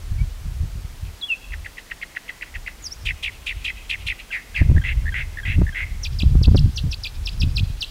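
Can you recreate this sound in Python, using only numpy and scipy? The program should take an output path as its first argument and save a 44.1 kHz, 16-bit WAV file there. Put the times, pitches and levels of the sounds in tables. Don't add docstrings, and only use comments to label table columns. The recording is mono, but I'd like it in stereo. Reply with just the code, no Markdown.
import sys
import numpy as np
from scipy import signal
from scipy.fft import rfft, irfft
from scipy.io import wavfile
from scipy.ndimage import uniform_filter1d

SR = 44100
rng = np.random.default_rng(int(sys.argv[2]) if len(sys.argv) > 2 else 0)


def file_out(sig):
    cols = np.atleast_2d(sig).T
    lim = np.clip(cols, -1, 1)
    pcm = np.round(lim * 32767).astype(np.int16)
    wavfile.write(sys.argv[1], SR, pcm)


def volts(x):
    e = np.asarray(x, float) / 20
    return 10 ** e


N = 348390

# start_s, peak_db, pitch_factor, second_voice_db, second_voice_pitch_factor
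CHIPS = [(1.520, -27, 0.93, 0, 0.99), (1.645, -26.5, 0.91, 1, 1), (1.77, -27, 0.97, 5.5, 0.96),
         (1.9, -27, 0.95, 4.5, 0.98), (2.013, -25, 0.98, 1, 1.06), (2.15, -24, 0.94, -4, .96),
         (2.279, -24, 1.005, 4, .99), (2.41, -23.5, 0.93, -2, 1), (2.54, -25.5, 0.94, 5, 0.97),
         (2.661, -25.5, 0.93, 3, 1.06)]


def rms_one(x):
    return x / np.sqrt(np.mean(x ** 2, axis=-1, keepdims=True) + 1e-20)


def band(x, low_hz, high_hz, order=2):
    return signal.sosfilt(signal.butter(order, [low_hz, high_hz], "band", fs=SR, output="sos"), x)


def add(song, s, sound):
    at = int(round(s * SR))
    song[at:at + len(sound)] += sound[:N - at]


def wobble(count, hz):
    knots = rng.standard_normal(600)
    return np.interp(np.arange(count) * hz / SR, np.arange(600), knots)


def gusts():
    # full_strength_s, held_s, rumble_db, left_minus_right_db
    gust_rows = [(.1, 0.065, -28.5, 11.5), (.21, 0.013, -19.5, 9), (.46, 0.11, -29, 8.5),
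                 (.62, 0.011, -17, 3.5), (.76, 0.0053, -26.5, -3), (.88, 0.021, -50, 7),
                 (1.049, 0.046, -28.5, 4.5), (1.5, 0.13, -35, 6), (1.94, 0.016, -52, 7),
                 (2.57, 0.009, -30.5, -2), (3.04, 0.086, -29.5, 5), (3.26, 0.095, -43, -2),
                 (3.57, 0.01, -32, -4.5), (3.679, 0.092, -40.5, -4), (4.0, 0.11, -36.5, -4.5),
                 (4.622, 0.17, -15.5, 0), (4.97, 0.13, -22.5, 0), (5.12, 0.07, -27.5, -6),
                 (5.48, 0.078, -20.5, 5.5), (5.582, 0.036, -10, -7.5), (5.83, 0.014, -28, -4),
                 (5.929, 0.005, -23.5, -11), (6.25, 0.16, -14.5, 8), (6.48, 0.17, -11.5, 4.5),
                 (6.85, 0.023, -20.5, -17), (7.19, 0.052, -34, -27), (7.406, 0.064, -15.5, -4.5),
                 (7.55, 0.084, -20.5, -0.5), (7.72, 0.017, -29.5, -6)]
    # time_s, rumble_db, left_minus_right_db
    breeze_rows = [(0, -36, 10), (1.0, -39, 3), (1.17, -64, 7), (1.7, -54, 4), (2.26, -65, 3),
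                   (2.6, -45, 4.5), (3.099, -43.5, -3), (4.05, -46, -10), (4.4, -58, 6), (4.901, -25.5, 9),
                   (5.35, -34.5, 6), (5.75, -42, -7), (6.1, -25.5, -6), (6.75, -25.5, -7), (7.05, -40, -9),
                   (7.4, -25, 2), (7.9, -39.5, -5)]
    rise_db_per_s, fall_db_per_s = 308, 253
    veer_db, veer_per_s = 2.5, 15

    t = np.arange(0, N + 100, 100) / SR
    s, breeze_db, breeze_pan_db = np.transpose(breeze_rows)
    at, held, peak_db, pan_db = np.transpose(gust_rows)[:, :, None]
    before, after = np.maximum(at - t, 0), np.maximum(t - at - held, 0)
    power = volts(peak_db - rise_db_per_s * before - fall_db_per_s * after) ** 2
    breeze = volts(np.interp(t, s, breeze_db)) ** 2
    total = breeze + power.sum(axis=0)
    side_db = (breeze * np.interp(t, s, breeze_pan_db) + (power * pan_db).sum(axis=0)) / total

    every = np.arange(N) / SR
    rumble_db = np.interp(every, t, 10 * np.log10(total))
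    side_db = np.interp(every, t, side_db)
    return rumble_db, side_db + veer_db * wobble(N, veer_per_s)


def eddies(low_hz, high_hz, even_s, alike):
    white = rng.standard_normal((2, N + SR))
    white[1] += alike * white[0]
    noise = band(white, low_hz, high_hz)[:, SR:]
    return rms_one(noise / np.sqrt(uniform_filter1d(noise ** 2, int(even_s * SR), axis=1) + 1e-9))


def buffets():
    # middle_s, peak_db, width_s, port (0 left, 1 right)
    bursts = [(0.217, -5.5, 0.012, 0), (4.619, 5.5, 0.015, 1), (4.698, 4, 0.011, 1), (4.718, 3.5, 0.012, 0),
              (4.727, -0.5, 0.0061, 1), (4.754, 2, 0.015, 0), (4.772, 3.5, 0.017, 1), (4.976, -4, 0.034, 1),
              (5.501, -6.5, 0.01, 0), (5.635, -2.5, 0.011, 0), (5.592, -2.5, 0.0038, 1),
              (5.619, 9, 0.0054, 1), (6.235, 1, 0.0027, 1), (6.264, 0, 0.02, 1), (6.267, 0.5, 0.027, 0),
              (6.324, -3.5, 0.0073, 0), (6.354, 3.5, 0.0074, 1), (6.368, -2, 0.021, 0),
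              (6.385, -4.5, 0.025, 1), (6.415, 1.5, 0.0095, 0), (6.484, 8, 0.019, 0),
              (6.519, 2.5, 0.011, 0), (6.552, 14, 0.0092, 0), (6.571, -7, 0.0073, 1), (6.593, -4, 0.037, 0),
              (6.642, 0.5, 0.0097, 0), (6.675, -3.5, 0.0051, 1), (6.845, -1.5, 0.0062, 1),
              (7.439, -5, 0.0043, 1), (7.634, -2.5, 0.012, 1), (6.247, -9, 0.0058, 1), (6.535, -4, .005, 0),
              (7.706, -10, 0.0073, 1), (5.603, -13, 0.0064, 0), (7.609, -7.5, 0.0042, 1),
              (5.698, -17, 0.0064, 1), (0.469, -15, 0.0055, 0), (0.632, -9.5, 0.0092, 0),
              (6.695, -14.5, 0.0035, 1), (.118, -8.5, 0.013, 0), (0.758, -12, 0.015, 0),
              (.85, -14.5, 0.015, 0), (1.035, -12.5, 0.015, 0), (3.057, -21.5, 0.013, 0),
              (4.066, -18, 0.011, 1), (0.941, -23, 0.0075, 0), (5.497, -14, 0.0046, 1),
              (6.66, -10, 0.0032, 0)]
    swings, calm = np.zeros((2, N)), np.ones((2, N))
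    twists = rng.uniform(0, 2 * np.pi, (len(bursts), 2))
    t = np.arange(-.08, .08, 1 / SR)
    for (s, peak_db, width, port), (twist, edge) in zip(bursts, twists):
        side = int(port > .5)
        window = np.exp(-2.77 * (t / width) ** 2)
        eddy_hz = 89.5 * (0.0092 / width) ** 0.37
        phase = 2 * np.pi * eddy_hz * t + twist
        swing = np.sin(phase + 0.39 * np.sin(phase + edge))
        add(swings[side], s + t[0], volts(peak_db) * window * swing)
        add(calm[side], s + t[0], -.8 * np.sqrt(window))
    return swings, np.maximum(calm, .1)


def wind():
    rumble_db, pan_db = gusts()
    rumble = eddies(58.5, 85.4, even_s=0.0446, alike=-0.43)

    deep = band(eddies(21.0, 49.9, even_s=0.045, alike=0.13), 26.5, 53.5)
    deep *= volts(-4.0 - 0.4 * (rumble_db + 15.0) + 2.0 * wobble(N, 3.65))

    flutter = band(eddies(154, 224, even_s=0.23, alike=0.013), 70, 290)
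    flutter *= volts(-23 + 0.9 * (rumble_db + 14.0))
    middle = band(eddies(105, 140.0, even_s=0.37, alike=0), 105.6, 204)
    flutter += volts(-9.5 + 0.47 * (rumble_db + 17.5) + 3.8 * wobble(N, 25)) * middle

    swings, calm = buffets()
    level = volts(rumble_db + 0.5 + pan_db / 2 * [[1], [-1]])
    return level * (calm * (rumble + flutter) + deep) + swings


def hiss():
    # frequency_hz, density_db
    colour_points = [(120, -12.5), (200, -13), (316, -16), (527, -18), (1550, -20), (2830, -21.5),
                     (5680, -24), (15800, -32.5)]
    hiss_db, whine_hz, whine_db = -47.5, 15734, -72
    hz = np.maximum(np.arange(N // 2 + 1) * SR / N, 20)
    point_hz, point_db = np.transpose(colour_points)
    colour = volts(np.interp(np.log(hz), np.log(point_hz), point_db))
    noise = irfft(rfft(rng.standard_normal((2, N))) * colour, N)
    whine = volts(whine_db) * np.sin(2 * np.pi * whine_hz * np.arange(N) / SR)
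    return volts(hiss_db + 3.5) * rms_one(noise) + whine


def whistle(song, rows, overtones_db, start=0., factor=1., gain_db=0., flutter_db=-0.5, breath_db=-50.0,
            tilt_db=-5, closing_db=0, shadow_db=-90):
    s, hz, level_db = np.transpose(sorted(rows))
    t = np.arange(s[0], s[-1], 1 / SR)
    u = (t - s[0]) / (s[-1] - s[0])
    pitch = factor * uniform_filter1d(np.interp(t, s, hz), size=110, mode="nearest")
    phase = 2 * np.pi * np.cumsum(pitch) / SR
    tone = np.sin(phase) * (1 + volts(breath_db) * wobble(len(t), 3000))

    closing = closing_db * np.clip(4 * u - 3, 0, 1)
    for k, over_db in enumerate(overtones_db, 2):
        beak_db = 10 * np.exp(-((k * pitch - 4800) / 450) ** 2)
        beak_db += tilt_db * np.log2(k * pitch / 5000) + closing
        audible = k * pitch < .4 * SR
        tone += volts(over_db + beak_db + 1.5 * wobble(len(t), 404)) * audible * np.sin(k * phase)

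    trailing = 1.078 * np.interp(t - 0.0071, t, pitch)
    tone += volts(shadow_db) * np.sin(np.pi * u) * np.sin(2 * np.pi * np.cumsum(trailing) / SR)

    level = volts(np.interp(t, s, level_db) + gain_db + flutter_db * wobble(len(t), 308))
    add(song, start + s[0], np.sqrt(2) * level * signal.windows.tukey(len(t), .1) * tone)


def clear_whistles(song):
    # time_s, pitch_hz, rms_db
    tracks = [
        [(0.176, 2700, -54), (0.188, 2200, -48), (0.2159, 2320, -41.5), (0.2355, 2290, -59)],
        [(1.209, 4440, -39.5), (1.2225, 3480, -33), (1.2344, 3310, -27), (1.266, 3430, -38.5),
         (1.279, 3300, -44), (1.2888, 2940, -36), (1.3058, 2740, -20.5), (1.341, 2520, -26.5),
         (1.357, 2320, -70)],
        [(2.905, 4640, -48), (2.915, 5200, -40), (2.9274, 5620, -26), (2.935, 6170, -48), (2.947, 6700, -52)],
    ]
    for rows, overtones_db in zip(tracks, ([-30], [-50, -36], [-17])):
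        whistle(song, rows, overtones_db, flutter_db=-1.5)


def rough_notes(song, rows, glide, droop, crest_s, depth, speed_up, throb_db, beat_hz, sides_db, rough,
                swell, duet, rush_db, rush_s, answer_db=0, skew=0, lead=0, leans_db=(0,) * 9, under_db=0):
    for (s, length, level_db, first_hz, rate), lean_db in zip(rows, leans_db):
        t = np.arange(0, length, 1 / SR)
        u = t / length
        second = volts(np.interp(u, *np.transpose(duet)))
        turn = 2 * np.pi * rate * (t - crest_s) * (1 + speed_up * u ** 2)
        turn = turn + skew * (np.cos(turn) - 1)
        throb = np.cos(turn + lead)

        warble = depth * (1 - 0.41 * u) * np.cos(turn) + rough * wobble(len(t), 902.0)
        pitch = first_hz * (1 + (glide - 1) * u - droop * u ** 4) * (1 + second * warble)
        beat = beat_hz * pitch / first_hz * (1 + 2.62 * rough * wobble(len(t), 204.6))
        phase, beat_phase = 2 * np.pi * np.cumsum([pitch, beat], axis=1) / SR

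        note = volts(-throb_db * (0.32 - 0.25 * u) * throb) * np.sin(phase)
        note += volts(-34.0 - 26 * u) * np.sin(2 * phase + beat_phase)
        note += volts(-40.0) * np.sin(3 * phase + beat_phase) + volts(-42.0) * np.sin(4 * phase)
        for k, side_db in zip((-1, -0.5, 1, 2.5, 4.0), sides_db):
            line_db = side_db + lean_db * (k > 0) + answer_db * throb + 3 * wobble(len(t), 187.0)
            note += second * volts(line_db) * np.sin(phase + k * beat_phase)

        swell_db = np.interp(u, *np.transpose(swell)) - 2.0 * (1.5 - 0.26 * u) * throb
        level = volts(level_db + under_db + swell_db + 2 * wobble(len(t), 413.4))
        air = rng.standard_normal(len(t))
        air = rms_one(band(air, 2120, 4030)) + volts(-8.0) * rms_one(band(air, 2400, 8800))
        rush = volts(level_db + rush_db) * t / rush_s * np.exp(1 - t / rush_s) * air
        add(song, s, signal.windows.tukey(len(t), .06) * (level * rms_one(note) + rush))


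def far_call(song):
    call = [(1.05, 0.0433, -50, 2920, 60)]      # start_s, length_s, rms_db, first_pitch_hz, warbles_per_s
    rough_notes(song, call, glide=0.76, droop=0, crest_s=0.011, depth=0.047, speed_up=.01, throb_db=2,
                beat_hz=510, sides_db=(-30, -3, -3, -30, -30), rough=0.086,
                swell=[(0, -6), (.6, -1), (1, -7)], duet=[(0, 0), (1, 0)], rush_db=-30, rush_s=.02)


def chips(song):
    # after_start_s, length_s, first_hz, last_hz, peak_db
    strokes = [
        (0.0005, 0.0098, 1885, 3500, -9.5),
        (0.011, .0125, 3400, 1570, -5),
        (0.0245, .009, 1800, 2150, -10),
    ]
    inner_stroke = (.009, .011, 2280, 1850, -8.5)
    edge_db, late = -16, 0.863
    for s, peak_db, factor, inner_db, inner in CHIPS:
        parts = zip([*strokes, inner_stroke], [0, 0, 0, inner_db], [1, 1, 1, inner])
        for (at, length, first_hz, last_hz, db), gain_db, shift in parts:
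            peak = late if last_hz < first_hz else 1 - late
            rows = [(0, first_hz, db + 0.57 * edge_db),
                    (peak * length, first_hz + peak * (last_hz - first_hz), db),
                    (length, last_hz, db + edge_db)]
            whistle(song, rows, [-31], tilt_db=-14, start=s + at, factor=factor * shift,
                    gain_db=peak_db + gain_db, flutter_db=4.5, breath_db=-20)


def quaver(song):
    # time_s, mean_pitch_hz, rms_db
    track = [(2.821, 7050, -50), (2.827, 6995, -48), (2.838, 6830, -39), (2.857, 5640, -34),
             (2.873, 4900, -30.5), (2.882, 4900, -40), (2.888, 4900, -50)]
    vibrato_per_s, depth, crest_s, fade_in_s = 98, .035, 2.8568, .03
    s, hz, level_db = np.transpose(track)
    t = np.arange(s[0], s[-1], 20 / SR)
    grown = np.clip((t - s[0]) / fade_in_s, 0, 1) ** 2
    swing = depth * grown * np.cos(2 * np.pi * vibrato_per_s * (t - crest_s))
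    rows = list(zip(t, np.interp(t, s, hz) * (1 + swing), np.interp(t, s, level_db)))
    whistle(song, rows, [-16], flutter_db=4.0)


def chups(song):
    # start_s, length_s, rms_db, first_pitch_hz, warbles_per_s
    notes = [(3.05, 0.074, -27, 2950, 57), (3.224, 0.077, -26.5, 3026, 58), (3.459, 0.073, -28, 2910, 67),
             (3.64, 0.077, -27.5, 2980, 51), (3.891, .070, -26.5, 3030, 66),
             (4.062, 0.071, -26, 2956, 52.6)]
    rough_notes(song, notes, glide=0.8, droop=.19, crest_s=0.015, depth=0.154, speed_up=0.015, throb_db=7,
                beat_hz=721.0, sides_db=(-13.5, -9.0, -8.5, -23, -27.0), rough=.022,
                swell=[(0, -35), (.15, 3.5), (.35, 0), (.8, 0.5), (1, -13)],
                duet=[(0, 1), (.82, -1.5), (1, -9.5)], rush_db=-8.5, rush_s=0.011,
                skew=.35, lead=.5, leans_db=(-1,) * 6)


def slurs(song):
    # start_s, length_s, rms_db, first_pitch_hz, warbles_per_s
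    notes = [
        (4.314, .092, -26.5, 2594, 76.6),
        (4.547, 0.098, -25, 2690, 82),
    ]
    rough_notes(song, notes, glide=.7, droop=0, crest_s=0.0141, depth=0.091, speed_up=0.032, throb_db=-6.0,
                beat_hz=695.0, sides_db=(-18.0, -2.0, -3.0, -22.0, -28.0), rough=.025,
                swell=[(0, -9), (.15, -2), (.4, 3), (.7, -5), (1, -19)],
                duet=[(0, -0.21), (1, -1)], rush_db=-19, rush_s=0.02, under_db=-9)


def pips(song):
    # start_s, peak_db, pitch_hz, length_s
    pickup_rows = [
        (4.304, -34.5, 1594, 0.015),
        (4.544, -32, 1660, 0.012),
        (4.815, -32.5, 1605, 0.018),
        (5.121, -31.5, 1605, 0.017),
        (5.431, -32, 1630, 0.017),
        (5.724, -36, 1610, 0.021),
    ]
    pip_rows = [(4.763, -26, 1674, 0.016), (4.779, -23, 1804, 0.0083), (4.786, -49, 1720, 0.0086),
                (5.056, -30, 1740, 0.0065), (5.066, -24.5, 1736, 0.011), (5.078, -24, 1830, 0.011),
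                (5.09, -24.5, 1850, 0.0072), (5.371, -26.5, 1740, 0.013), (5.385, -26.5, 1850, 0.0094),
                (5.399, -27.5, 1730, 0.007), (5.666, -27.5, 1755, 0.01), (5.677, -31.5, 1780, 0.015),
                (5.69, -26, 1790, 0.0087)]
    notes = [(*row, .055, -31) for row in pip_rows]
    notes += [(*row, .015, -13.5) for row in pickup_rows]
    for s, peak_db, hz, length, fall, octave_db in notes:
        shape = [(0, (1 + fall) * hz, -14),
                 (0.16 * length, (1 + 0.89 * fall) * hz, -1.5),
                 (0.28 * length, hz, 0),
                 (0.69 * length, (1 - 0.7 * fall) * hz, -3),
                 (length, (1 - fall) * hz, -16)]
        whistle(song, shape, [octave_db], start=s, gain_db=peak_db - 1.0, flutter_db=0.0)


def rasps(song):
    # start_s, length_s, rms_db, first_pitch_hz, warbles_per_s
    notes = [
        (4.837, 0.099, -28.5, 2023, 85.3),
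        (5.139, 0.098, -28.5, 1962, 93),
        (5.449, 0.11, -29, 1993, 89.5),
        (5.745, 0.098, -30, 1928, 91),
    ]
    leans_db = [3, 0, 4, 0]
    rough_notes(song, notes, glide=1.12, droop=0, crest_s=0.0092, depth=0.037, speed_up=0.28, throb_db=7,
                beat_hz=397.0, sides_db=(-2.5, -14, -2.5, -15.0, -23.0), rough=.048,
                swell=[(0, 4), (.2, -0.5), (.6, 2), (.9, -4.5), (1, -9)],
                duet=[(0, -1.5), (.15, -1.5), (.3, 1.5), (.6, 2.5)], rush_db=-19.5, rush_s=0.03,
                answer_db=5, leans_db=leans_db, under_db=-4)


def swoops(song):
    # turn_s, fall_s, top_hz, bottom_hz, last_hz
    turns = [(6.063, 0.033, 6150, 2376, 4700), (6.215, 0.028, 5400, 2368, 4200),
             (6.45, 0.023, 5880, 2560, 4880), (6.586, 0.027, 5730, 2634, 5500),
             (6.785, 0.028, 6130, 2594, 4660), (6.935, 0.024, 5850, 2497, 4900),
             (7.063, 0.028, 5700, 2337, 4650), (7.283, .029, 5670, 2414, 5040),
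             (7.427, 0.031, 5690, 2470, 4120), (7.589, 0.032, 5410, 2414, 4470),
             (7.837, 0.030, 5580, 2590, 4280)]
    # fall_bow (under 1 lingers high), gain_db, creep_in (share of fall time)
    manners = [(1.05, -1.5, 0.27), (1.4, 0, .1), (1.5, -0.5, 0.15), (1.5, -0.5, 0.13), (0.74, 0, 0.55),
               (.8, -0.5, 0.23), (2, 0, 0.32), (0.84, 0.5, 0.42), (0.69, 1, 0.13), (1.3, 0.5, 0.45),
               (1.8, 1.5, .15)]
    # share_of_fall_time, share_of_drop_to_go, rms_db
    fall_shape = [(0.119, .94, -33.5), (0.459, .7, -28), (.88, .08, -29.5), (1, 0.019, -33.5)]
    # after_dwell_s, share_of_climb, rms_db
    rise_shape = [(0, .03, -34), (.002, .14, -28), (.0075, .88, -29), (0.01, 1.0, -26)]
    creep_db, dwell_db = -54.5, -32.5
    dwell_s_per_khz, no_dwell_hz = 0.023, 2690
    for (turn, fall_s, top_hz, bottom_hz, last_hz), (bow, gain_db, creep) in zip(turns, manners):
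        half = dwell_s_per_khz * max(no_dwell_hz - bottom_hz, 30) / 2000
        fall = [(-creep, 1.03, creep_db), (0, 1, creep_db + 7)]
        fall += [(u ** bow, share, db) for u, share, db in fall_shape]
        rows = [((u - 1) * (fall_s - half) - half, bottom_hz + share * (top_hz - bottom_hz), db)
                for u, share, db in fall]
        rows += [(0, bottom_hz, dwell_db)]
        rows += [(half + s, bottom_hz + share * (last_hz - bottom_hz), db) for s, share, db in rise_shape]
        whistle(song, rows, [-14.5, -15, -19, -10], shadow_db=-16.0, start=turn, gain_db=gain_db,
                flutter_db=3.0, breath_db=-22.5, closing_db=-9, tilt_db=-11)


def mockingbird():
    song = np.zeros(N)
    for phrase in (clear_whistles, far_call, chips, quaver, chups, slurs, pips, rasps, swoops):
        phrase(song)
    return song


def stroke_trains(song, rows, stroke, middle_hz, glide, swell, leans_db, octave_db):
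    lower_half = stroke[-4:] if glide < 0 else stroke[-3:]
    for (start, length, first_gap, last_gap, level_db), lean_db in zip(rows, leans_db):
        s = 0.
        for k in range(16):
            u = min(s / length, 1)
            points = lower_half if k == 0 else stroke
            shape = [(at, share, db + lean_db * (share > 1.2)) for at, share, db in points]
            gain_db = level_db + np.interp(u, *np.transpose(swell)) - 90 * (s > length)
            whistle(song, shape, [octave_db], start=start + s, factor=middle_hz * (1 + glide * u),
                    gain_db=gain_db, flutter_db=1.5, breath_db=-17)
            s += first_gap + (last_gap - first_gap) * u ** 2


def duets():
    # after_start_s, pitch_hz, rms_db
    chip_after = [(.016, 3600, -35), (.021, 3310, -23), (.028, 2800, -22), (.033, 2500, -30)]
    # from_first_stroke_s, pitch_hz, rms_db
    slur_lead = [(-.017, 3130, -44), (-.012, 2730, -29), (-.007, 2466, -35), (0, 2780, -32),
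                 (.003, 2770, -47)]
    # first_stroke_s, length_s, first_gap_s, last_gap_s, rms_db
    slur_trains = [
        (4.327, .075, .0125, .0095, -25),
        (4.565, .066, .013, 0.0099, -24),
    ]
    rasp_trains = [
        (4.84, 0.094, 0.011, 0.0073, -27),
        (5.143, 0.087, 0.01, 0.0064, -26),
        (5.454, .084, .014, 0.01, -27),
        (5.749, .1, .0096, 0.0059, -26.5),
    ]
    # from_middle_s, pitch_factor, level_db
    slur_stroke = [(-.016, 1.37, -8), (-.012, 1.3, -3), (-.005, 1.11, -1.5), (0, 1.002, -2.5),
                   (.003, .92, -5.5), (.006, 0.74, -21)]
    rasp_stroke = [(-.016, 1.8, -24), (-.012, 1.6, -15), (-.009, 1.43, -11), (-.0065, 1.3, -4),
                   (-.0035, 1.1, -7.5), (0, 1.0, 1), (.003, 0.955, -5), (.007, .78, -15)]

    song = np.zeros(N)
    for s, peak_db, factor, *_ in CHIPS:
        whistle(song, chip_after, [-40], start=s, factor=factor, gain_db=peak_db, flutter_db=4.0, breath_db=-2)
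    for row in slur_trains:
        whistle(song, slur_lead, [-40], start=row[0], flutter_db=3.0)
    stroke_trains(song, slur_trains, slur_stroke, middle_hz=2034, glide=-0.135,
                  swell=[(0, -4), (.2, 1), (.5, -0.5), (1, -14)], leans_db=[-1.5, 1.5], octave_db=-31.5)
    stroke_trains(song, rasp_trains, rasp_stroke, middle_hz=2040, glide=0.0696,
                  swell=[(0, -0.5), (.3, 1), (.8, -2), (1, -5.5)], leans_db=[-1.0, -4, 0.5, -6], octave_db=-42)
    return song


def scrubland(song):
    ground_lag_s, ground_share = 0.001501, 0.23
    scatter_t60_s, scatter_db, flutter_db = 0.91, -15.5, 4.5
    t = np.arange(N) / SR
    near = song + ground_share * np.interp(t - ground_lag_s, t, song)

    lag = np.arange(SR // 2) / SR
    decay = volts(-60 * lag / scatter_t60_s) * np.minimum(lag / 0.00087, 1)
    decay *= 1 + 4.5 * np.exp(-lag / 0.008)
    sway = 0.61 * wobble(N, 3.5)
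    scatter = 0
    for share in (np.cos(sway), np.sin(sway)):
        tail = rng.standard_normal((2, len(lag))) * decay
        tail = tail[0] + 0.19 * tail[1] * [[1], [-1]]
        tail = band(tail, 2300, 7100, order=1)
        tail /= np.sqrt(np.sum(tail ** 2, axis=1, keepdims=True))
        scatter = scatter + share * signal.fftconvolve(near[None], tail, axes=1)[:, :N]
    direct = near * volts(np.array([[.15], [-.15]]))
    return direct + volts(scatter_db + flutter_db * wobble(N, 45)) * scatter


def scene():
    return wind() + hiss() + scrubland(mockingbird()) + scrubland(duets())


def low_pass(x):
    return signal.sosfilt(signal.butter(12, 15800, fs=SR, output="sos"), x)


def record(dry):
    clipped = np.clip(dry, -1, 1)
    mix = signal.sosfilt(signal.cheby2(14, 60, 16500, fs=SR, output="sos"), clipped)
    return low_pass(mix)


dry = scene()
out = record(dry)
file_out(out)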